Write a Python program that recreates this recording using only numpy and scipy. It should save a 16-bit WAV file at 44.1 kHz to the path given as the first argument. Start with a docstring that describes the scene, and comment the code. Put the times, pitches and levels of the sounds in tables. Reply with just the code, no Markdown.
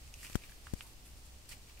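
"""Dry scuffs and small ticks in a quiet garden: a small dog noses over soil and leaves beside a hen
lying in a dust bath. Each scuff shifts a cloud of tiny grains, twigs and leaves snap and ring, and
loose earth gives with a dull swish. Soft taps land right at the left microphone port and thump
well above the rustle. Under it all lie a low outdoor rumble and a faint, even hiss."""
import sys
import numpy as np
from scipy import signal
from scipy.fft import rfft, irfft, next_fast_len
from scipy.io import wavfile

SR = 44100
rng = np.random.default_rng(int(sys.argv[2]) if len(sys.argv) > 2 else 0)


def materialize(psi):
    """Save the field psi as 16-bit PCM at rate SR to the path in sys.argv[1].

    A 1-D psi becomes a single channel; in a 2-D psi each row is a channel.
    """
    bounded = np.clip(np.atleast_2d(psi).T, -1, 1)
    quanta = np.round(bounded * 32767).astype(np.int16)
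    wavfile.write(sys.argv[1], SR, quanta)


N = 79380
TIME = np.arange(N) / SR
GRAIN_SIDE_DB = -2.5  # stereo width of grains and crackle: side against mid


# Moves through leaves and soil. Each row: peak time, rise and fall in seconds, then leaf, sand
# and dust levels in dB.
SCUFFS = [(.075, 0.28, .02, -70, -67.5, -89), (.251, 0.06, 0.025, -55, -54.5, -57.5),
          (0.323, 0.045, 0.084, -58, -59.5, -64.5), (0.442, 0.011, 0.021, -56.5, -67, -75),
          (.505, 0.023, 0.11, -70, -67, -70), (.670, 0.02, 0.02, -64, -63.5, -79),
          (.793, 0.04, 0.016, -64, -59.5, -70), (0.827, 0.012, 0.02, -82, -65, -57.5),
          (0.873, 0.0065, 0.035, -67.5, -64, -65), (1.056, 0.011, 0.042, -69, -70, -61.5),
          (1.170, 0.0077, 0.023, -80, -63.5, -70), (1.262, 0.019, 0.02, -85, -64.5, -67.5),
          (1.492, 0.002, 0.012, -74, -53.5, -52.5), (1.522, 0.018, 0.018, -52.5, -52, -68),
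          (1.698, 0.02, 0.012, -60, -63.5, -76), (1.797, 0.013, .02, -60, -70, -70)]
# The tone of crumpling leaves, sliding sand and fine dust. Each row: frequency in Hz, relative dB.
LEAF_TONE = [(150, -2.5), (600, -14), (1200, -5.5), (1600, -7), (2100, -1.5), (2800, 1), (3700, -10.5),
             (6000, -14.5), (10000, -18.5), (16000, -13)]
SAND_TONE = [(300, -38), (1200, -5), (1700, -12), (3200, -5.5), (4600, 5.5), (6500, 0.5), (8500, 5.5),
             (11500, -9), (13000, -3), (15500, -20)]
DUST_TONE = [(4000, -19.5), (9000, -1), (12000, 0), (16000, -21)]

def scuffs():
    """Each move crumples leaves, slides sand and scatters dust; loose grit trickles throughout."""
    leaf, sand, dust = 0, 0, 0
    for at, rise, fall, leaf_db, sand_db, dust_db in SCUFFS:
        move = swell(at, rise, fall)
        leaf += undb(leaf_db) * move
        sand += undb(sand_db) * move
        dust += undb(dust_db) * move
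    return (leaf * grains(LEAF_TONE, per_second=5000, spread_db=4.5)
            + sand * grains(SAND_TONE, per_second=16000, spread_db=1.5)
            + dust * grains(DUST_TONE, per_second=5000, spread_db=4.5)
            + undb(-72) * grains(SAND_TONE, per_second=300, spread_db=2.5))  # grit


def grains(tone, per_second, spread_db):
    """A cloud of tiny random clicks, mostly weak, a little different left and right."""
    hits = rng.random(N) < per_second / SR
    strength = undb(spread_db * np.minimum(rng.exponential(size=N), 4))
    signs = rng.choice([-1, 1], N)
    side = undb(GRAIN_SIDE_DB) * rng.standard_normal(N)
    return colour(hits * strength * stereo(signs, side), tone)


# Twigs and dry leaves. Each row: start in seconds, ring level in dB, pitch in Hz, decay in seconds,
# then crackle level in dB, centre in Hz, fall in seconds.
TICKS = [(0.0767, -53, 2700, 0.00034, -49.5, 6430, 0.0012),
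         (0.1404, -42, 2620, 0.00054, -38.5, 5840, 0.00072), (0.2309, -42, 2010, .00045, -50, 6500, 0.0018),
         (0.2481, -37.5, 2460, 0.00022, -47, 7500, 0.0016),
         (0.2568, -39, 2360, 0.00032, -61, 5000, 0.00092), (0.2675, -42, 3030, 0.00024, -42, 6000, .0005),
         (0.298, -45.5, 1850, .00037, -46, 5930, .0012), (0.331, -49, 2300, 0.00042, -44, 5800, 0.0011),
         (.3470, -45.5, 2070, 0.00047, -42.5, 5750, 0.0011), (0.42, -48.5, 2290, 0.00035, -57, 4000, .0015),
         (0.4375, -47, 2340, 0.00082, -52, 3500, 0.0022), (0.4945, -51.5, 1670, 0.00084, -62, 4000, .001),
         (0.5202, -52, 1670, 0.001, -53.5, 3520, 0.0021), (0.6695, -37.5, 1400, 0.00038, -53, 2960, 0.0029),
         (.8080, -45, 1390, 0.00044, -53, 2800, 0.0017), (0.8083, -33, 2730, 0.00027, -40.5, 3620, 0.00087),
         (0.8671, -73, 2700, 0.00027, -47.5, 10500, 0.00071),
         (1.066, -60, 2670, 0.00088, -62, 8000, 0.0018), (1.7742, -51, 2370, .0005, -65, 4500, .0015)]

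def ticks():
    """A twig or leaf breaks with a sharp crackle and rings for a few cycles."""
    port_time = TIME - np.array([[0], [0.00004]])  # the ring reaches the right a hair later
    out = np.zeros((2, N))
    for at, ring_db, hz, decay, crackle_db, crackle_hz, crackle_fall in TICKS:
        span = slice(int(at * SR), int(at * SR) + SR // 20)
        out[:, span] += undb(ring_db) * ring(port_time[:, span] - at, hz, decay)
        band = signal.iirpeak(crackle_hz, Q=3.2, fs=SR)
        crackle = unit(signal.lfilter(*band, wide_noise(GRAIN_SIDE_DB)))
        out += undb(crackle_db) * swell(at, rise=0.00017, fall=crackle_fall) * crackle
    return out * undb([[-0.5], [0.5]])  # a touch louder on the right


# Touches at the port. Each row: time in seconds, pressure in dB, its rise and fall in seconds,
# then scratch, knock and fine hiss levels in dB.
TAPS = [(0.2998, -34, 0.0002, 0.00021, -51, -57, -68), (0.3554, -11, 0.00041, 0.0033, -34, -23, -31.5),
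        (0.737, -14.5, 0.00078, 0.0055, -61, -47, -37.5)]
# The tone of the contact, coarse and fine. Each row: frequency in Hz, relative dB.
SCRATCH_TONE = [(200, 9), (800, -2), (1400, 7.5), (2000, 6), (2700, -9), (3700, 2), (7000, -9),
                (16000, -10)]
FINE_HISS_TONE = [(1000, 1), (4000, -5), (6500, 1), (9000, 0), (12000, -3.5), (16000, -8)]
PORT_HZ, PORT_WIDTH_HZ = 58, 107  # resonance of the leaking port

def taps():
    """A touch sucks at the left port and scratches it; the casing knocks and rings hollow."""
    pressure, knock, hollow, coarse, fine = 0, 0, 0, 0, 0
    for at, db, rise, fall, scratch_db, knock_db, fine_db in TAPS:
        pressure += undb(db) * swell(at, rise, fall)
        # The casing sounds at first contact, just ahead of the pressure peak.
        knock += undb(knock_db) * ring(TIME - at + 0.00085, hz=1610, decay=0.00023)
        hollow += undb(db - 20) * ring(TIME - at + 0.002, hz=192.6, decay=0.00246)
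        contact = swell(at, rise, fall=0.0035)
        coarse += undb(scratch_db) * contact
        fine += undb(fine_db) * contact
    # The leak acts as a high-pass, so the pressure swings back.
    leak = signal.bilinear([1, 0, 0], [1, 2 * np.pi * PORT_WIDTH_HZ, (2 * np.pi * PORT_HZ) ** 2], SR)
    thump = -signal.lfilter(*leak, pressure + knock + 1e-18) - hollow
    scratch = coarse * colour(rng.standard_normal((2, N)), SCRATCH_TONE)
    scratch += fine * colour(rng.standard_normal((2, N)), FINE_HISS_TONE)
    right_bleed = undb(-48) * thump + undb(-18.5) * scratch[1]
    return np.array([thump + scratch[0], right_bleed])


# Soft earth giving way. Each row: peak time in seconds, level in dB, centre in Hz.
PRESSES = [(0.243, -59, 168), (0.858, -63, 870), (1.06, -73, 225)]

def presses():
    """Loose earth yields with a short, dull swish."""
    out = 0
    for at, db, hz in PRESSES:
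        swish = unit(steep_band(wide_noise(side_db=-6), hz, q=1.8))
        out += undb(db) * swell(at, rise=0.016, fall=0.02) * swish
    return out


def garden_scatter(x):
    """Ground and plants scatter the sound into a short, thin tail."""
    t = TIME[:SR // 4]
    tail = rng.standard_normal((2, len(t))) * np.exp(-t / 0.02)
    tail /= np.sqrt(np.sum(tail ** 2, axis=1, keepdims=True))
    return x + undb(-4.5) * signal.fftconvolve(x, tail, axes=1)[:, :N]


# The tone of the outdoor bed, mid and side. Each row: frequency in Hz, relative dB.
AIR_MID_TONE = [(20, -3), (40, -2.5), (70, -13), (110, -9), (160, -18.5), (280, -20), (490, -25.5),
                (750, -26.5), (1500, -33), (2700, -29), (3500, -31.5), (4600, -30.5), (8500, -33),
                (10000, -36.5), (15500, -38.5)]
AIR_SIDE_TONE = [(20, 4), (40, -18), (64, -3), (120, -16), (480, -20), (1670, -19), (2600, -17.5),
                 (8500, -20.5), (10000, -23.5), (15500, -27)]
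# The fader ride on the low drone. Each row: time in seconds, relative level in dB.
DRONE_RIDE = [(0, -53.5), (.06, -51), (.25, -56), (.3, -59), (.55, -59.5), (.68, -51.5), (.8, -56),
              (.88, -64), (1.0, -60), (1.1, -54.5), (1.38, -54), (1.44, -64), (1.55, -55.5), (1.8, -59.5)]
DRONE_START_HZ, DRONE_WIDTH_HZ, DRONE_RISE_HZ_PER_S = 51.06, 14.2, 7

def air():
    """Low rumble and wide hiss, with a centred, swelling drone whose pitch wanders and creeps up."""
    mid = undb(-56.5) * colour(rng.standard_normal(N), AIR_MID_TONE)
    side = undb(-62) * colour(rng.standard_normal(N), AIR_SIDE_TONE)
    low_noise = steep_band(rng.standard_normal(N), DRONE_START_HZ, q=DRONE_START_HZ / DRONE_WIDTH_HZ)
    wandering_phase = np.angle(signal.hilbert(low_noise))
    drone = unit(np.cos(wandering_phase + np.pi * DRONE_RISE_HZ_PER_S * TIME ** 2))
    drone_db = np.interp(TIME, *np.array(DRONE_RIDE).T) - 2.5
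    return stereo(mid + undb(drone_db) * drone, side)


def swell(at, rise, fall):
    """An envelope that grows to 1 at a moment and dies away."""
    t = TIME - at
    return np.exp(-np.where(t < 0, -t / rise, t / fall))


def ring(age, hz, decay):
    """A resonance that builds up quickly and dies; its envelope peaks at 1."""
    age = np.maximum(age, 0)
    return age / decay * np.exp(1 - age / decay) * np.sin(2 * np.pi * hz * age)


def colour(x, tone):
    """EQ through (Hz, dB) points; the result has rms 1."""
    hz, db = np.array(tone, float).T
    size = next_fast_len(2 * N, real=True)
    freqs = np.maximum(np.fft.rfftfreq(size, 1 / SR), 1)
    gain = undb(np.interp(np.log(freqs), np.log(hz), db))
    cepstrum = irfft(np.log(gain), size)
    cepstrum[1:size // 2] *= 2  # minimum phase: nothing rings ahead of a click
    cepstrum[size // 2 + 1:] = 0
    response = np.exp(rfft(cepstrum))
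    return unit(irfft(rfft(x, size) * response, size)[..., :N])


def steep_band(x, hz, q):
    """Two passes through one band-pass."""
    band = signal.iirpeak(hz, q, SR)
    return signal.lfilter(*band, signal.lfilter(*band, x))


def wide_noise(side_db):
    """White noise, its stereo width set by the side level."""
    return stereo(rng.standard_normal(N), undb(side_db) * rng.standard_normal(N))


def stereo(mid, side):
    """Mid and side to left and right."""
    return np.array([mid + side, mid - side])


def undb(db):
    """Decibels to gain."""
    return 10 ** (np.asarray(db) / 20)


def unit(x):
    """Scale to rms 1."""
    return x / np.sqrt(np.mean(x ** 2))


def scene():
    """Ground rustle with a short tail, dry close taps and the garden air."""
    return garden_scatter(scuffs() + ticks() + presses()) + taps() + air()


def record(dry):
    """A steep high cut at 15.7 kHz."""
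    return signal.sosfilt(signal.ellip(10, .2, 70, 15700, fs=SR, output="sos"), dry)


dry = scene()
out = record(dry)
materialize(out)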